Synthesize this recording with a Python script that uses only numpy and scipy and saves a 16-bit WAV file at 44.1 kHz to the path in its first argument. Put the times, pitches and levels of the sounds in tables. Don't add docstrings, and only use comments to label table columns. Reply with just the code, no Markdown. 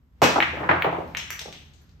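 import sys
import numpy as np
from scipy import signal
from scipy.fft import rfft, irfft
from scipy.io import wavfile
from scipy.ndimage import uniform_filter1d, minimum_filter1d

SR = 44100
rng = np.random.default_rng(int(sys.argv[2]) if len(sys.argv) > 2 else 0)


def pcm_store(signal):
    levels = np.round(np.clip(np.atleast_2d(signal), -1, 1) * 32767)
    wavfile.write(sys.argv[1], SR, levels.astype(np.int16).T)


N = 88200
T = np.arange(SR) / SR
IMPULSE = signal.unit_impulse(SR)
CEILING_DB = -5.5
# (frequency [Hz], t60 [s], left-right likeness [-1..1])
ROOM_BANDS = [(60, 0.34, 0.96), (200, 0.81, 0.81), (450, 0.36, 0.63), (940, 0.62, 0), (1900, 0.6, 0.036),
              (3470, 0.61, 0.018), (6000, 0.54, 0.17), (12600, 0.31, 0.068)]


def from_db(db):
    return 10 ** (np.asarray(db) / 20)


def unit(x):
    return x / np.sqrt(np.mean(np.sum(x ** 2, axis=-1)) + 1e-20)


def dying(t60_s):
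    return np.exp(-np.log(1000) * T / t60_s)


def building(time_constant_s):
    return 1 - np.exp(-T / time_constant_s)


def sides(db):
    return from_db([[db], [-db]])


def add(out, start_s, x):
    start = int(start_s * SR)
    out[:, start:start + x.shape[-1]] += x[..., :N - start]


def coloured(x, points):
    size = 2 * x.shape[-1]
    hz, db = np.transpose(points)
    grid_hz = np.maximum(np.fft.rfftfreq(size, 1 / SR), 1)
    gain_db = np.interp(np.log(grid_hz), np.log(hz), db)
    cepstrum = irfft(np.log(from_db(gain_db)))
    cepstrum[1:size // 2] *= 2
    cepstrum[size // 2 + 1:] = 0
    response = np.exp(rfft(cepstrum))
    return irfft(rfft(x, size) * response)[..., :size // 2]


def filtered(x, order, hz, kind):
    return signal.sosfilt(signal.butter(order, hz, kind, fs=SR, output="sos"), x)


def rack():
    break_s, break_db, room_db = .2186, 2.5, 7
    contacts, spread_s, rise_db = 8, .026, 2
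    tones_total_db, tones_t60_s = 10, .4
    # (frequency [Hz], level [dB])
    crack_colour = [(30, -33.5), (100, -18), (250, 6), (500, 11), (900, 4), (1500, 4), (2600, 0),
                    (4200, -7), (5800, -7.5), (8000, -14), (12500, -18), (16000, -26)]
    # (frequency [Hz], relative level [dB])
    room_tones = [(1540, -40.5), (2169, -57.5), (2546, -34.5), (2859, -40), (3230, -49.5), (4059, -50),
                  (5609, -44.5), (5722, -53), (5949, -51), (6638, -53.5)]

    out = np.zeros((2, N))
    crack = unit(coloured(IMPULSE, crack_colour))
    for k in range(contacts):
        jitter = rng.uniform(-.5, .5) * (k > 0)
        progress = (k + jitter) / contacts
        gain = from_db(break_db + rise_db * progress) * rng.choice([-1, 1])
        contact = through(crack, room_paths(room_db, CEILING_DB, 0))
        add(out, break_s + progress * spread_s, gain * contact)

    tones = 0
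    for hz, db in room_tones:
        phase_cycles = rng.random((2, 1))
        tones = tones + from_db(db) * np.sin(2 * np.pi * (hz * T + phase_cycles))
    onset = np.minimum(T / spread_s, 1)
    add(out, break_s, from_db(tones_total_db) * unit(tones * onset * dying(tones_t60_s)))
    return out


def burst(hz, width_hz, t60_s):
    edges_hz = np.clip([hz - width_hz / 2, hz + width_hz / 2], 20, SR / 2 - 20)
    return unit(filtered(rng.standard_normal(SR), 2, edges_hz, "band") * dying(t60_s))


def ball_clicks():
    ring_t60_s, skirt_db = 0.014, -3.5
    snap_width_hz, snap_t60_s = 3200, 0.0067
    # (time [s], level [dB], pitch [Hz], ring [dB], snap [dB], snap centre [Hz],
    #          room [dB], ceiling echo [dB], left over right [dB])
    clicks = [(0.4039, 15, 2040, -33.5, -30, 14300, -2, -3.5, 0.5),
              (0.8227, 5.5, 2083, -37, -20, 15100, -2, -5, 0.5),
              (1.077, -40.5, 3680, -7, -3, 13000, 6, -14, 7),
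              (1.1493, -2, 2120, -31, -27, 14000, 0.5, 1, -0.5),
              (1.1700, -5.5, 2720, -6, -26, 13000, 6.5, -4, 2),
              (1.3044, -6, 1970, -5.5, -6.5, 12900, 4, -7.5, 0.5),
              (1.3930, -10, 3280, -2, -19, 12000, 3.5, -2, 2),
              (1.5266, -16, 2970, -8.5, -18, 13500, 4.5, -8, 1.5),
              (1.736, -41, 3630, 2.5, -21, 12950, 6.5, -11.5, 7.5),
              (1.784, -52, 3600, -2, -12.5, 13000, 16, -4, -1),
              (1.817, -47, 1545, -23.5, -1, 12900, 8.5, -5.5, -1.5),
              (1.893, -43.5, 3800, -3, -14, 13000, 4.5, -1.5, 6.5)]
    # (multiple of its pitch, level [dB])
    click_colour = [(.03, -53), (.2, -16.5), (.5, -9.5), (.8, -1), (1.12, 1.5), (1.45, -6.5), (2, -18),
                    (3, -54.5), (6, -47.5)]

    out = np.zeros((2, N))
    for start_s, db, pitch_hz, ring_db, snap_db, snap_hz, room_db, ceiling_db, left_db in clicks:
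        colour = [(multiple * pitch_hz, level_db) for multiple, level_db in click_colour]
        pulse = unit(coloured(IMPULSE, colour))
        ring = burst(5950, 1100, ring_t60_s)
        ring += from_db(skirt_db) * burst(6570, 5800, ring_t60_s)
        snap = burst(snap_hz, snap_width_hz, snap_t60_s)
        click = pulse + from_db(ring_db) * unit(ring) + from_db(snap_db) * snap
        heard = through(click, room_paths(room_db, ceiling_db, 0))
        add(out, start_s, from_db(db) * sides(left_db / 2) * heard)
    return out


def ringing(modes):
    total = 0
    for k, (hz, db, t60_s) in enumerate(modes):
        gain = (-1) ** k * from_db(db + rng.normal(0, 4.5))
        total = total + gain * np.sin(2 * np.pi * hz * T) * dying(t60_s)
    return unit(total)


def rail_knocks():
    hardness, direct_db = 0.0092, -9
    wood_db, wood_t60_s, wood_build_s = 0.5, .06, 0.001
    body_lean_db, body_build_s = 1.67, 0.001
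    # (time [s], level [dB], low edge [Hz], brightness corner [Hz], table modes [dB],
    #          slate thud [dB], room [dB])
    knocks = [(.2183, 15, 328, 1000, -1, -6.5, 0.5), (.3590, 12, 620, 1240, -9.5, -17, -3.5),
              (.3795, 10.5, 400, 1000, -1.5, -43, -19), (.394, 2, 248, 820, -12, -6, -24),
              (.531, -7, 303, 726.4, -3, -9, 1), (.57, -5.5, 250, 2000, -3, -6, 4),
              (.603, -4, 250, 1100, -2.5, -7.5, 7), (.630, -10.5, 150, 1800, -2, 2, 15.5),
              (.6905, 14, 620, 2080, -7.5, -9.5, 0.5), (.7115, 12, 277, 2200, -9.5, -10, -1.5),
              (.768, -4, 295, 1970, -6.5, 0, -12), (.8445, 10, 556, 1130, -16, -36.5, -2),
              (.864, 7, 400, 1110, -10.5, -5, -1.5), (.925, 2, 445, 890, -2.5, -13, 1.5),
              (.946, -4, 450, 940, -5.5, -16, -1), (.982, 2.5, 290, 635, -6, -13, 0),
              (1.41, -19, 400, 900, -13, -5, -1.5), (1.456, -10, 322, 802, -21, -9, -5.5),
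              (1.48, -15.5, 220, 650, -1.5, -4, 2.5)]
    # (frequency [Hz], level [dB])
    wood_colour = [(30, -31.5), (200, -4), (350, -0.5), (650, 1.5), (1000, 0), (1600, -1), (2500, -3.5),
                   (4000, -6), (8000, -13.5), (15000, -15.5)]
    # (frequency [Hz], relative level [dB], t60 [s])
    table_modes = [(254, -3, 0.26), (306.2, 5, 0.25), (333.2, 4.5, 0.23), (402, -3, 0.16),
                   (487, -2.5, 0.059), (568.3, -1, 0.077), (709, 5.5, 0.091), (819, 6, .2), (870, -1, .18),
                   (1090, -12.5, .15), (1167, -3, 0.22), (1313, -5.5, 0.05)]
    # (frequency [Hz], relative level [dB], t60 [s])
    slate_modes = [(67, -18, 0.23), (89.2, -9, 0.37), (132.5, 0.5, 0.3), (168.5, -1.5, 0.48),
                   (218, -2.5, 0.1)]

    out = np.zeros((2, N))
    wood = coloured(IMPULSE, wood_colour)
    for start_s, db, low_hz, bright_hz, modes_db, thud_db, room_db in knocks:
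        push = filtered(wood, 4, bright_hz, "low") + hardness * wood
        push = unit(filtered(push, 2, low_hz, "high"))
        paths = room_paths(room_db, CEILING_DB, direct_db)
        paths += from_db(wood_db) * scatter(wood_t60_s) * building(wood_build_s)
        body = from_db(modes_db) * ringing(table_modes) + from_db(thud_db) * ringing(slate_modes)
        add(out, start_s, from_db(db) * through(push, paths))
        add(out, start_s, from_db(db) * sides(body_lean_db) * body * building(body_build_s))
    return out


def rolling():
    # (time [s], level [dB])
    rumble_level = [(0, -92), (.2, -53), (.26, -41.5), (0.601, -37.5), (.9, -42.5), (1.15, -42),
                    (1.4, -49.5), (1.701, -51), (2, -54)]
    # (frequency [Hz], level [dB])
    rumble_colour = [(20, -39.5), (35, -24), (55, -16), (82, 4.5), (105, -8), (140, -0.5), (220, -13),
                     (350, -18), (600, -28), (1500, -28), (5000, -39.5), (16000, -64.5)]
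    # (time [s], level [dB])
    hiss_level = [(0, -88), (.2, -80), (.3, -66), (.6, -61.5), (1.1, -65), (1.6, -67), (2, -84.5)]
    # (frequency [Hz], level [dB])
    hiss_colour = [(100, -20), (1500, 2.5), (4000, 0), (8000, -2), (13000, 0.5), (16000, -5)]

    time_s = np.arange(N) / SR
    rumble = from_db(np.interp(time_s, *np.transpose(rumble_level))) * steady_noise(rumble_colour)
    hiss = from_db(np.interp(time_s, *np.transpose(hiss_level))) * steady_noise(hiss_colour)
    return rumble + hiss


def room_hush():
    level_db = -53.5
    # (frequency [Hz], level [dB])
    hush_colour = [(15, -47), (25, -15), (42, -16), (64, -4.5), (82, -16), (166, -18), (200, -23),
                   (242, -24), (439, -41.5), (1100, -42), (9570, -66), (13200, -58.5), (16000, -66)]
    return from_db(level_db) * steady_noise(hush_colour)


def diffuse(size):
    hz, _, alike = np.transpose(ROOM_BANDS)
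    log_hz = np.log(np.maximum(np.fft.rfftfreq(size, 1 / SR), 1))
    alike = np.clip(np.interp(log_hz, np.log(hz), alike), -1, 1)
    mid, side = rfft(rng.standard_normal((2, size)))
    spectrum = np.sqrt(1 + alike) * mid + np.sqrt(1 - alike) * side * [[1], [-1]]
    return spectrum, log_hz


def steady_noise(colour):
    return unit(coloured(irfft(diffuse(N)[0]), colour)) * np.sqrt(N)


def scatter(t60_s):
    return unit(irfft(diffuse(SR)[0]) * dying(t60_s))


def room_paths(room_db, ceiling_db, direct_db):
    build_s, lean_db = 0.001, 0.29
    ceiling_s, ceiling_t60_s = .0208, 0.061
    # (delay [s], level re direct [dB], extra delay at right [s])
    reflections = [(.0018, -10.5, .00045), (.0081, -14.5, .0004), (0.0191, -21, .00005)]

    band_hz, band_t60_s, _ = np.transpose(ROOM_BANDS)
    noise, log_hz = diffuse(SR)
    tail = 0
    for band, t60_s in zip(np.eye(len(band_hz)), band_t60_s):
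        weight = np.interp(log_hz, np.log(band_hz), band)
        tail = tail + irfft(noise * weight) * dying(t60_s)
    paths = unit(tail * building(build_s)) * from_db(room_db) * sides(lean_db)
    paths += from_db(ceiling_db) * np.roll(scatter(ceiling_t60_s), int(ceiling_s * SR), axis=1)
    paths[:, 0] += from_db(direct_db)
    for delay_s, db, lag_s in reflections:
        paths[0, int(delay_s * SR)] += from_db(direct_db + db)
        paths[1, int((delay_s + lag_s) * SR)] += from_db(direct_db + db)
    return paths


def through(x, paths):
    return signal.fftconvolve(x[None], paths, axes=1)


def scene():
    return rack() + ball_clicks() + rail_knocks() + rolling() + room_hush()


def record(dry):
    limit_db, release_db_per_s, look_ahead_s = -0.5, 328.5, 0.0079
    cutoff_hz = 17000
    # (frequency [Hz], level [dB])
    microphone = [(18, -16.5), (40, -3), (5000, -2), (8400, -2.5), (9300, -13), (10000, -37.5),
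                  (10800, -15.5), (11500, 1), (15500, -8)]

    x = coloured(dry, microphone)
    peak_db = 20 * np.log10(abs(x).max(axis=0) + 1e-9)
    over_db = np.maximum(peak_db - limit_db, 0)
    fall_db = release_db_per_s * np.arange(N) / SR
    held_db = np.maximum.accumulate(over_db + fall_db) - fall_db
    ahead = max(int(look_ahead_s * SR), 1)
    gain_db = uniform_filter1d(minimum_filter1d(-held_db, 2 * ahead), ahead)
    x = x * from_db(gain_db)
    return signal.sosfilt(signal.cheby2(14, 60, cutoff_hz, fs=SR, output="sos"), x)


dry = scene()
out = record(dry)
pcm_store(out)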